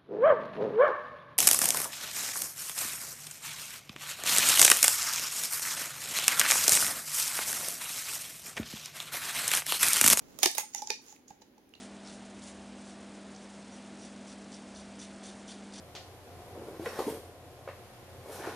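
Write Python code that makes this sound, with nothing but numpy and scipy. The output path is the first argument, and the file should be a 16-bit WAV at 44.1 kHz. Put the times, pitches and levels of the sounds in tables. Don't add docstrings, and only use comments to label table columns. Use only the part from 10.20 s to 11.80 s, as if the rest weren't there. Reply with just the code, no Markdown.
import sys
import numpy as np
from scipy import signal
from scipy.fft import rfft, irfft, next_fast_len
from scipy.io import wavfile

SR = 44100
rng = np.random.default_rng(int(sys.argv[2]) if len(sys.argv) > 2 else 0)


def store_pcm(level_fs):
    pcm = np.round(np.clip(level_fs, -1, 1) * 32767).astype(np.int16)
    wavfile.write(sys.argv[1], SR, np.atleast_2d(pcm).T)


N = 70560


def amp(db):
    return 10 ** (np.asarray(db) / 20)


def unit_rms(x):
    return x / np.sqrt(np.mean(x ** 2) + 1e-20)


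def unit_hit(x):
    return x / np.sqrt(np.sum(x ** 2, axis=-1, keepdims=True) / (SR / 100) + 1e-20)


def curve_at(points, hz):
    freqs_hz, values = np.transpose(points)
    return np.interp(np.log(hz + 1), np.log(freqs_hz + 1), values)


def pan(pan_db):
    return amp(np.array([[-pan_db / 2], [pan_db / 2]]))


def filtered(x, response):
    size = next_fast_len(N + SR // 2)
    return irfft(rfft(x, size) * response(np.fft.rfftfreq(size, 1 / SR)), size)[..., :N]


def add(track, start_s, sound):
    part = track[:, max(0, round(start_s * SR)):][:, :sound.shape[-1]]
    part += sound[..., :part.shape[1]]


# freq_hz, level_db
RUSH_SPECTRUM = [(25, -23.5), (60, -15), (170, -13), (250, -2.5), (360, -7.5), (470, -10.5), (650, -18.5),
                 (790, -16), (1100, -23), (2000, -24), (4000, -29), (6800, -32.5), (8000, -47.5),
                 (9500, -36.5), (12600, -30), (16000, -32.5)]
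# freq_hz, correlation
RUSH_CORRELATION = [(60, 1), (300, .75), (700, 0.55), (1400, 0.033), (10000, .05)]

def room_rush(level_db=-60.5):
    def mid_side_gains(hz):
        angle = np.arccos(curve_at(RUSH_CORRELATION, hz)) / 2
        return amp(curve_at(RUSH_SPECTRUM, hz)) * [np.cos(angle), np.sin(angle)]
    mid, side = filtered(rng.standard_normal((2, N)), mid_side_gains)
    return amp(level_db) * pan(pan_db=1) * unit_rms(np.array([mid + side, mid - side]))


# freq_hz, t60_s
REVERB_DECAY = [(200, 0.053), (800, 0.2), (2000, 0.22), (5500, 0.27), (9000, .3), (15000, 0.1)]
# freq_hz, level_db
REVERB_SPECTRUM = [(150, -14.5), (400, -4.5), (900, -5), (1300, -7), (2000, -2), (4000, -3), (6500, -3.5),
                   (8000, -3), (11000, -5), (15000, 1.5)]

def in_kitchen(direct, reverb_db=-8.5, predelay_s=0.0085):
    hz, t, spectra = signal.stft(rng.standard_normal((2, SR // 2)), SR, nperseg=256)
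    decay_db = -60 * t / curve_at(REVERB_DECAY, hz)[:, None]
    colour_db = curve_at(REVERB_SPECTRUM, hz)[:, None]
    tail = signal.istft(spectra * amp(decay_db + colour_db), SR, nperseg=256)[1]
    tail /= np.linalg.norm(tail[0])
    tail = np.pad(tail, ((0, 0), (int(predelay_s * SR), 0)))
    out = amp(reverb_db) * pan(pan_db=2.5) * signal.fftconvolve(direct[1:], tail, axes=1)
    out[:, :direct.shape[1]] += direct
    return out


def rubbing(strokes, spectrum, slips_per_s, scatter_db, hiss_gain, ramp_s=0.0089):
    t = np.arange(N) / SR
    envelope = np.zeros(N)
    for start_s, length_s, level_db in strokes:
        inside_s = np.minimum(t - start_s, start_s + length_s - t)
        envelope += amp(level_db) * np.clip(inside_s / ramp_s + 0.5, 0, 1)
    slips = (rng.random(N) < slips_per_s / SR) * amp(scatter_db * rng.standard_normal(N))
    crackle = unit_rms(slips * rng.standard_normal((2, N)))
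    hiss = hiss_gain * rng.standard_normal((2, N))
    texture = unit_rms(filtered(crackle + hiss, lambda hz: amp(curve_at(spectrum, hz))))
    return in_kitchen(pan(pan_db=4.5) * envelope * texture)[:, :N]


# start_s, length_s, level_db
GLOVE_STROKES = [(0.01, .21, -57)]
# freq_hz, level_db
GLOVE_SPECTRUM = [(30, -9), (120, -5), (260, 1.5), (600, -8), (1500, -18), (8000, -35.5)]

def glove_rub():
    return rubbing(GLOVE_STROKES, GLOVE_SPECTRUM, slips_per_s=1500, scatter_db=2.5, hiss_gain=0.8)


# start_s, length_s, level_db
POP_BURSTS = [(0.355, .015, -33.5), (0.806, 0.045, -60.5), (0.985, 0.0099, -67)]
# freq_hz, level_db
POP_SPECTRUM = [(500, -16.5), (2500, -18.5), (6000, -13), (8000, -5), (9300, 9), (11000, -7), (16000, 2.5)]

def tissue_pops():
    return rubbing(POP_BURSTS, POP_SPECTRUM, slips_per_s=170, scatter_db=3, hiss_gain=0.17)


# start_s, length_s, level_db
MEAT_STROKES = [(0.0, 0.54, -62.5), (0.222, 0.015, -31.5), (0.372, 0.039, -36.5), (0.815, 0.148, -61),
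                (1.545, .055, -73.5)]
# freq_hz, level_db
MEAT_SPECTRUM = [(120, -21), (300, -10.5), (900, 3.5), (2000, -3), (4000, -1.5), (7000, 3), (8000, -12),
                 (9500, -6.5), (12000, -3), (16000, -3.5)]

def meat_squelch():
    return rubbing(MEAT_STROKES, MEAT_SPECTRUM, slips_per_s=990, scatter_db=3, hiss_gain=1.0)


# start_s, length_s, level_db
RASP_STROKES = [(0.10, 0.2, -71), (0.190, 0.044, -48), (0.533, 0.072, -45.5), (0.663, 0.045, -49.5),
                (0.870, 0.061, -54), (1.079, 0.025, -56), (1.214, 0.014, -59)]
# freq_hz, level_db
RASP_SPECTRUM = [(500, -27.5), (2000, -16.5), (4200, -15.5), (5800, -9), (6900, 0), (8000, -24),
                 (15000, -20.5)]

def blade_rasp():
    return rubbing(RASP_STROKES, RASP_SPECTRUM, slips_per_s=4900, scatter_db=8, hiss_gain=0.8)


# start_s, pitch_hz, level_db, t60_s, pan_db
BOARD_KNOCKS = [(0.2310, 824, -38, 0.041, 18), (0.2569, 230, -45, 0.025, 9),
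                (0.2565, 363, -31.5, 0.022, 11), (0.2570, 819, -36.5, 0.013, 18),
                (0.2590, 669, -41.5, 0.087, 5.5), (0.3805, 869, -34, 0.019, 6.5),
                (0.4290, 842, -44, 0.037, 7), (0.5460, 840, -42.5, 0.025, 8.5),
                (0.5900, 838, -52.5, 0.027, 16.5), (0.6195, 846, -34.5, 0.029, 3),
                (0.6735, 860, -49, 0.019, -4), (0.7015, 437, -38, 0.015, 8),
                (0.7025, 872, -37.5, 0.031, -2.5), (0.7890, 870, -59, 0.023, 0),
                (0.8890, 833, -61, 0.033, 8), (0.9240, 845, -55.5, 0.021, 7),
                (1.1050, 820, -46.5, 0.019, 6.5), (1.1055, 169, -58, 0.016, 8),
                (1.2150, 876, -59.5, 0.024, 6.5), (1.3770, 842, -59.5, 0.023, 9)]

def board_knocks(rise_s=0.0077, wall_delay_s=0.014, wall_db=-15.5):
    out, t = np.zeros((2, N)), np.arange(SR // 8) / SR
    swell = (1 - np.exp(-t / rise_s)) ** 2
    for start_s, pitch_hz, level_db, t60_s, pan_db in BOARD_KNOCKS:
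        ring = unit_hit(np.sin(2 * np.pi * pitch_hz * t) * swell * amp(-60 * t / t60_s))
        add(out, start_s, in_kitchen(pan(pan_db) * amp(level_db) * ring))
        add(out, start_s + wall_delay_s, amp(level_db + wall_db) * ring)
    return out


def damped_mode(t, pitch_hz, t60_s):
    phase = rng.normal(0, 1.0, (2, 1))
    return np.sin(2 * np.pi * pitch_hz * t + phase) * amp(-60 * t / t60_s)


# pitch_hz, level_db, t60_s
BLADE_MODES = [(1776, -7.5, .07), (2508, -12, .04), (3626, -12, 0.038), (3700, 1.5, 0.049),
               (4160, -4, 0.065), (5670, -9, 0.041), (6330, -9, .06), (6940, -7.5, 0.076)]

def blade_ring(t, scatter_db=2):
    return unit_hit(sum(amp(rng.normal(level_db, scatter_db)) * damped_mode(t, pitch_hz, t60_s)
                        for pitch_hz, level_db, t60_s in BLADE_MODES))


# low_hz, high_hz
CRACK_BANDS = [(270, 680), (680, 1300), (1650, 3000), (3200, 5000), (5000, 7000), (7900, 14600)]
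# start_s, t60_s, pan_db, level_db in each of six bands, ring_hz, ring_db
BONE_SNAPS = [ (0.1882, 0.0075, 15, -52.5, -54, -58.5, -55.5, -50.5, -45.5, 6150, -54),
              (0.2307, 0.015, 9, -34.5, -36.5, -29.5, -29, -23.5, -23, 3790, -34),
              (0.236, 0.037, 1.7, -44, -35, -31.5, -30.5, -27, -28, 6220, -25),
              (0.2578, 0.011, 4.7, -37, -31.5, -28.5, -26.5, -25.5, -24.5, 2940, -33.5),
              (0.3140, 0.0049, 6.4, -82, -76, -69, -63, -63, -40, 12000, -52),
              (0.349, 0.03, 13.6, -55.5, -59.5, -54, -53, -51, -42.5, 3794, -45.5),
              (0.3810, 0.026, 7, -44.5, -44, -35.5, -43.5, -35.5, -27.5, 6597, -33),
              (0.5470, 0.011, 14.8, -58.5, -72, -54.5, -55, -36.5, -45, 2020, -49.5),
              (0.578, 0.032, 13, -61.5, -77, -77, -67, -50, -66, 5900, -44),
              (0.6194, 0.013, 9.6, -53, -60, -59, -55, -43, -50, 5340, -74),
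              (0.6722, 0.0061, 9, -66, -68, -68, -55, -39, -64, 5700, -54),
              (0.7023, 0.013, 6.8, -50.5, -51, -42.5, -34, -32, -43.5, 2454, -35.5),
              (0.8637, 0.0038, 6, -90, -84, -83, -97, -61, -63, 9900, -64.5),
              (0.9620, 0.0059, 8, -78.5, -96, -63, -71.5, -90, -68, 2160, -85),
              (1.0807, 0.015, 6, -74.5, -83, -86, -81, -57, -66, 6650, -61),
              (1.1063, .022, 4.4, -64, -67.5, -65.5, -67, -72, -70, 1630, -61.5),
              (1.218, .030, 4.4, -61.5, -68.5, -64.5, -66, -63.5, -71, 4000, -64.5),
              (1.3800, .015, 3.9, -84, -71.5, -73, -79.5, -70, -76, 4440, -76),
              (1.4916, .004, 3.9, -77.5, -90.5, -85.5, -87, -77.5, -73.5, 9090, -75),
              (1.5381, .008, 8, -78, -77, -80, -71.5, -69, -85, 2844, -53),
              (1.552, .008, 6.4, -68, -72, -66.5, -64, -74, -81, 4000, -59)]

def bone_snaps(hold_s=0.0022, correlation=0.11, size_log_sigma=0.4, ring_t60_ratio=2.2, blade_db=-5):
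    out, t = np.zeros((2, N)), np.arange(SR // 10) / SR
    bandpasses = [signal.butter(4, band, 'band', fs=SR, output='sos') for band in CRACK_BANDS]
    for start_s, t60_s, pan_db, *bands_db, ring_hz, ring_db in BONE_SNAPS:
        fade = amp(-60 * np.maximum(t - hold_s, 0) / t60_s)
        shared = np.sqrt(correlation) * rng.standard_normal(len(t))
        separate = np.sqrt(1 - correlation) * rng.standard_normal((2, len(t)))
        fracture_sizes = rng.lognormal(0, size_log_sigma, len(t))
        burst = (shared + separate) * fracture_sizes * fade
        crack = sum(amp(level_db) * unit_hit(signal.sosfilt(bandpass, burst))
                    for bandpass, level_db in zip(bandpasses, bands_db))
        piece = amp(ring_db) * unit_hit(damped_mode(t, ring_hz, ring_t60_ratio * t60_s))
        steel = amp(bands_db[3] + blade_db) * blade_ring(t)
        add(out, start_s, in_kitchen(pan(pan_db) * (crack + piece + steel)))
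    return out


def scene():
    friction = blade_rasp() + meat_squelch() + tissue_pops() + glove_rub()
    return friction + bone_snaps() + board_knocks() + room_rush()


# freq_hz, gain_db
MIC_RESPONSE = [(1000, -2), (11800, -1.5), (12600, -8), (16000, -3.5)]

def record(dry, cutoff_hz=16200, taper_hz=600):
    def response(hz):
        band_limit = np.clip((cutoff_hz - hz) / taper_hz + 0.5, 0, 1)
        return amp(curve_at(MIC_RESPONSE, hz)) * band_limit
    return filtered(dry, response)


dry = scene()
out = record(dry)
store_pcm(out)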